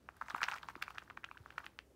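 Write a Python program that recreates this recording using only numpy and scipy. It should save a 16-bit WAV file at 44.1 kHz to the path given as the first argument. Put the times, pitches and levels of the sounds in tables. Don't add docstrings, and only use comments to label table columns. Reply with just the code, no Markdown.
import sys
import numpy as np
from scipy import signal
from scipy.io import wavfile
from scipy.ndimage import uniform_filter1d

SR = 44100
rng = np.random.default_rng(int(sys.argv[2]) if len(sys.argv) > 2 else 0)


def to_linear_factor(level_db):
    exponent = np.asarray(level_db, float) / 20
    return 10 ** exponent


def persist_wave(psi):
    counts = np.round(np.clip(psi, -1, 1) * 32767).astype(np.int16)
    wavfile.write(sys.argv[1], SR, np.atleast_2d(counts).T)


N = 85995

# (time [s], level [dB], pitch [Hz], swell [cycles])
POURING_KNOCKS = [(0.0896, -31.5, 1284, 0.43), (0.14437, -57.5, 1310, 0.68), (0.17, -59, 1540, 2.6),
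                  (0.212, -42.5, 1400, 1.3), (0.2144, -27.5, 1290, 0.72), (0.21516, -41, 920, 1.3),
                  (0.22196, -29.5, 1330, 0.62), (0.2627, -52, 1210, 0.9), (0.302, -39, 1300, 1.9),
                  (0.3046, -43.5, 1700, 2.2), (0.3039, -50, 935, 1.5), (0.30695, -29.5, 1450, 0.42),
                  (0.3161, -41.4, 1110, 0.9), (0.3298, -51, 1100, 1.3), (0.34635, -44, 1540, 1.2),
                  (0.3484, -25, 1213, 1), (0.3483, -39, 950, 1.85), (0.3616, -36.5, 1310, 0.34),
                  (0.364, -37, 1310, 0.58), (0.382, -47, 1700, 1.1), (0.3833, -41, 1430, 1.3),
                  (0.383, -47.0, 1000, 2.0), (0.391, -48.0, 1420, 1.8), (0.407, -34.5, 1530, 1.2),
                  (0.4177, -22.5, 1280, 0.61), (0.41813, -32.5, 970, 1.5), (0.422, -33, 1310, 1.5),
                  (0.434, -38, 1580, 0.66), (0.4396, -31.5, 1600, 0.93), (0.456, -50, 1440, 2.6),
                  (0.46023, -47, 1550, 1.3), (0.4657, -37, 1430, 0.51), (0.4647, -58, 1010, 1.3),
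                  (0.4825, -41.5, 1110, 1.07), (0.484, -32, 1750, 0.83), (0.4852, -25.5, 1440, 0.74),
                  (0.48609, -32.5, 966, 1.2), (0.4876, -39, 1540, 0.6), (0.49223, -44, 1080, 3.3),
                  (0.4993, -37, 1450, 1), (0.5205, -36, 1410, 1.8), (0.52158, -41, 910, 2.4),
                  (0.5251, -32, 1320, 0.52), (0.5361, -32.5, 1430, 1.2), (0.5404, -35, 1430, 0.49),
                  (0.5465, -41, 1350, 2.0), (0.5568, -42, 1360, 2.3), (0.566, -56, 1300, 1.4),
                  (0.58206, -41.5, 1700, 0.76), (0.602, -49.5, 1100, 0.42)]
# (time [s], level [dB], pitch [Hz], swell [cycles])
SETTLING_KNOCKS = [(0.6147, -51, 1210, 0.65), (0.6315, -41, 1480, 0.9), (0.6343, -45.5, 1000, 2.9),
                   (0.63394, -36.5, 1310, 0.76), (0.6449, -43, 1110, 0.49), (0.68753, -34, 1010, 0.9),
                   (0.7034, -40.5, 1080, 0.5), (0.7057, -53, 1330, 1.2), (0.734, -57, 1010, 2.0),
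                   (0.7552, -33.5, 1300, 0.45), (0.7782, -57, 1220, 2.4), (0.7842, -59, 920, 2.3),
                   (0.8237, -37, 1680, 1.3), (0.8253, -29.3, 1480, 1.3), (0.8278, -34.5, 1450, 0.68),
                   (0.8672, -48.4, 1710, 0.84), (0.8808, -34.5, 1270, 0.75), (0.9061, -41.5, 1200, 1.3),
                   (0.94748, -51.5, 1310, 1.1), (0.9528, -49, 1320, 0.67), (0.9613, -50, 1440, 2.0),
                   (0.9829, -27, 1650, 0.47), (1.00263, -62, 1700, 1.3), (1.02064, -47.0, 1460, 1.1),
                   (1.0246, -42.5, 1310, 0.26), (1.07841, -49.5, 1540, 0.77), (1.1007, -34.5, 1740, 0.33),
                   (1.1049, -39.4, 1620, 0.3), (1.1089, -39.5, 1320, 0.88), (1.1749, -36.5, 1630, 0.86),
                   (1.1749, -38.5, 1076, 0.7), (1.2423, -30.5, 1600, 0.49), (1.246, -42, 1380, 1.4),
                   (1.26399, -53, 1310, 0.65), (1.2895, -45.5, 1590, 1.3), (1.31399, -37, 1145, 0.72),
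                   (1.347, -60, 1300, 2.2), (1.3495, -58, 1560, 2.3), (1.3584, -57, 1010, 2.5),
                   (1.3723, -43.5, 1550, 1.3), (1.4607, -36.5, 1270, 0.5), (1.50556, -43.5, 1590, 1.16),
                   (1.5245, -47.5, 1550, 0.3), (1.5592, -59.7, 1330, 2.4), (1.5802, -35.5, 986, 0.62),
                   (1.5812, -32.0, 1405, 1.9), (1.6038, -41, 1410, 0.78), (1.636, -53, 1180, 2.6),
                   (1.64235, -46.5, 1700, 1.3), (1.6464, -51, 1280, 2.4)]
# (time [s], level [dB], pitch [Hz], swell [cycles])
EDGE_RAPS = [(0.08903, -42, 2480, 0.87), (0.28449, -34, 1770, 0.46), (0.30023, -37.5, 5100, 0.47),
             (0.30576, -40.5, 3560, 0.9), (0.38145, -44, 2620, 1.2), (0.41707, -36, 2260, 2.5),
             (0.43148, -24.5, 3230, 0.41), (0.43152, -19.5, 1800, 0.48), (0.43219, -20, 2160, 0.46),
             (0.43919, -23.2, 2000, 0.65), (0.43957, -28.5, 6000, 0.85), (0.43997, -23.5, 2550, 0.38),
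             (0.44553, -30, 2020, 0.48), (0.48671, -26.5, 2440, 0.67), (0.51503, -27.5, 2170, 0.33),
             (0.52021, -35, 2560, 1.3), (0.53593, -38.5, 2280, 0.75), (0.5633, -37.5, 1690, 0.26),
             (0.57526, -39.5, 2030, 0.45), (0.58415, -37.5, 2330, 0.59), (0.63112, -40, 3360, 0.71),
             (0.68681, -33, 1910, 0.35), (0.75433, -43.5, 2170, 0.73), (0.8234, -36.5, 3200, 1.3),
             (0.8238, -37, 2230, 2.3), (0.82555, -32, 2610, 1.9), (0.82569, -37, 3330, 2.2),
             (0.82616, -33, 4600, 0.81), (0.83813, -37.5, 2200, 0.38), (0.88131, -42, 2380, 1.9),
             (0.88149, -54, 1700, 1.2), (0.90611, -43, 2640, 0.65), (0.95603, -50, 1850, 0.9),
             (0.98366, -31, 2720, 0.55), (1.17227, -42.5, 1820, 0.65), (1.17354, -47.0, 2400, 2.9),
             (1.24269, -40.5, 2640, 2.5), (1.24589, -32.5, 2800, 0.63), (1.3137, -43, 2460, 1.6),
             (1.37644, -45, 2690, 0.67), (1.50543, -43, 2580, 0.69), (1.58048, -42.5, 2300, 2.9),
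             (1.58112, -35, 1855, 1.66), (1.58268, -39.5, 2700, 1.3), (1.64049, -55.2, 1850, 1.7),
             (1.64462, -47, 2850, 0.97), (1.66505, -30.5, 2250, 0.46), (1.6657, -40.5, 2150, 1.06),
             (1.78979, -28.5, 2160, 0.39), (1.79046, -39.9, 2220, 0.4)]
# (time [s], level [dB])
SCRAPE_TICKS = [(0.1674, -49), (0.298, -53), (0.363, -42), (0.3813, -47), (0.4164, -41), (0.43, -52.5),
                (0.439, -46), (0.454, -52), (0.497, -45.5), (0.5045, -55), (0.563, -49), (0.69, -54),
                (0.7, -50), (0.822, -38), (0.8237, -36), (0.9052, -51), (0.9806, -53), (1.591, -52),
                (1.658, -46.5)]


def band(x, hz, width_hz):
    return signal.lfilter(*signal.iirpeak(min(hz, .45 * SR), hz / width_hz, fs=SR), x)


def unit(x):
    return x / np.sqrt(np.mean(x ** 2))


def walk(rate):
    hold = int(SR / rate)
    steps = np.repeat(rng.standard_normal(N // hold + 1), hold)
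    return uniform_filter1d(uniform_filter1d(steps, hold), hold)[:N]


def bursts(times, db, rise_s, hz=None):
    swell_power = 2.0
    times, db, rise_s = np.broadcast_arrays(times, db, rise_s * swell_power ** .5)
    first = np.ceil((times - rise_s) * SR).astype(int)
    at = first[:, None] + np.arange(int(7 * rise_s.max() * SR))
    from_peak_s = at / SR - times[:, None]
    u = from_peak_s / rise_s[:, None] + 1
    shape = to_linear_factor(db)[:, None] * (u * np.exp(1 - u)) ** swell_power
    if hz is not None:
        shape = shape * np.cos(2 * np.pi * np.asarray(hz)[:, None] * from_peak_s)
    return np.bincount(np.clip(at, 0, N).ravel(), shape.ravel(), N + 1)[:N]


def room_tone():
    # (pitch [Hz], level [dB per Hz])
    tone_levels = [(40, -8), (80, -4), (200, -9.5), (400, -11.5), (800, -23.5), (3000, -34.5),
                   (16000, -41.5)]
    tone_hz, tone_level_db = np.array(tone_levels).T
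    air = 0
    for hz in 45 * 2 ** np.arange(0, 8.6, .5):
        db = np.interp(np.log(hz), np.log(tone_hz), tone_level_db) + 2.13 * walk(8.1)
        noise = band(band(rng.standard_normal(N), hz, hz / 2), hz, hz / 2)
        air = air + to_linear_factor(db) * noise
    hum_level = to_linear_factor(-69.5 + 0.64 * walk(6.2))
    hum_hz = 62.2 * (1 + 0.063 * walk(6.5))
    hum = hum_level * np.sin(2 * np.pi * np.cumsum(hum_hz) / SR)
    return to_linear_factor(-67.5) * unit(air) + hum


def room_echo(near):
    t60_s, centre_hz, width_hz = 0.16, 2480, 6100
    t = np.arange(SR // 2) / SR
    half_turns = np.arange(N) / SR / .23 + np.arange(2)[:, None] / 2
    room = 0
    for share in np.cos(np.pi * half_turns):
        tail = band(rng.standard_normal(len(t)), centre_hz, width_hz)
        tail = tail * to_linear_factor(-60 * t / t60_s) * (t > .004)
        tail = tail / np.sqrt(np.sum(tail ** 2))
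        room = room + signal.fftconvolve(near * share, tail)[:N]
    return to_linear_factor(-21) * room


def hand_bumps():
    # (time [s], level [dB], pitch [Hz])
    bump_hits = [
        (0.343, -44.5, 273),
        (0.428, -54, 150),
        (0.765, -45.5, 298),
        (1.408, -48, 96.3),
    ]
    s, db, hz = np.array(bump_hits).T
    return bursts(s, db, 0.49 / hz, hz)


def stirring():
    # (time [s], level [dB])
    shake_levels = [(0, -78), (.15, -71.5), (0.258, -61), (0.308, -55.5), (0.329, -59), (.44, -58.5),
                    (.47, -56.5), (0.57, -55.5), (.61, -65), (.7, -59.5), (.74, -65.5), (.84, -62),
                    (.97, -62), (1.15, -71.5), (1.36, -69), (1.642, -62), (1.72, -70.5), (1.95, -86)]
    nudge_s, power = 0.0046, 0.62
    s, db = np.array(POURING_KNOCKS + SETTLING_KNOCKS + EDGE_RAPS).T[:2]
    nudges = bursts(s, db - 10.5, nudge_s)
    nudges = nudges + bursts(*np.array(SCRAPE_TICKS).T, nudge_s) * to_linear_factor(8)
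    shaking_db = np.interp(np.arange(N) / SR, *np.array(shake_levels).T)
    return shaking_db + power * 20 * np.log10(1 + to_linear_factor(50.5) * nudges)


def grains(stir_db, centre_hz, spread, cycles, scatter_db, db, follow, count):
    when, size = rng.random((count, 2)).T
    hz = np.clip(centre_hz * np.exp(spread * rng.standard_normal(count)), 820, 16000)
    loudest_db = stir_db.max()
    level_db = loudest_db + follow * (stir_db[(when * N).astype(int)] - loudest_db)
    extra_db = scatter_db * np.minimum(-np.log(1 - size), 3)
    return bursts(when * N / SR, level_db + db + extra_db, cycles / hz, hz)


def ticks():
    s, db = np.array(SCRAPE_TICKS).T
    centre_hz, width_hz = 12400, 17000
    hiss = band(band(rng.standard_normal(N), centre_hz, width_hz), centre_hz, width_hz)
    return unit(hiss) * bursts(s, db - 13.5, .0008)


def clinks():
    # (time [s], level [dB], pitch [Hz])
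    clink_hits = [(0.3458, -35.5, 2300), (0.436, -31, 4100), (0.455, -44, 5170), (0.5416, -37.5, 5170),
                  (0.6233, -56, 4720), (0.762, -51, 4500), (0.8153, -41, 1410), (0.949, -50, 5000),
                  (0.9752, -41.5, 1450), (1.037, -55, 6600), (1.1742, -45.5, 3000), (1.2348, -45.5, 1730),
                  (1.583, -41.5, 3960), (1.6593, -58, 6670)]
    s, db, hz = np.array(clink_hits).T
    return bursts(s, db, 0.69 / hz, hz)


def knocks():
    s, db, hz, cycles = np.array(POURING_KNOCKS + SETTLING_KNOCKS + EDGE_RAPS).T
    rings = bursts(s, db, np.clip(cycles, .2, 3) / hz, hz)
    s, db = np.array(EDGE_RAPS).T[:2]
    crack_hz = 5440 * np.exp(.12 * rng.standard_normal(len(s)))
    cracks = bursts(s - .0002, db - 14, 0.00012, crack_hz)
    return rings + cracks


def scene():
    stir_db = stirring()
    patter = grains(stir_db, centre_hz=1270, spread=0.31, cycles=0.8, scatter_db=4.5, db=-10,
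                    follow=1.0, count=2600)
    grit = grains(stir_db, centre_hz=4170, spread=0.38, cycles=1.6, scatter_db=3.5, db=-20.5,
                  follow=0.88, count=5000)
    dust = grains(stir_db, centre_hz=13400, spread=0.42, cycles=1.3, scatter_db=0.87, db=-24,
                  follow=0.71, count=9000)
    hits = knocks() + clinks() + patter
    hits = signal.sosfilt(signal.butter(2, 450, "high", fs=SR, output="sos"), hits)
    near = hits + grit + dust + ticks() + hand_bumps()
    return (near + room_echo(near) + room_tone())[None]


def top_cut(x):
    return signal.sosfilt(signal.butter(12, 16430, fs=SR, output="sos"), x)


def record(dry):
    x = signal.sosfilt(signal.butter(3, 48, "high", fs=SR, output="sos"), dry)
    x = signal.sosfilt(signal.ellip(8, .2, 40, 15700, fs=SR, output="sos"), x)
    return top_cut(x)


dry = scene()
out = record(dry)
persist_wave(out)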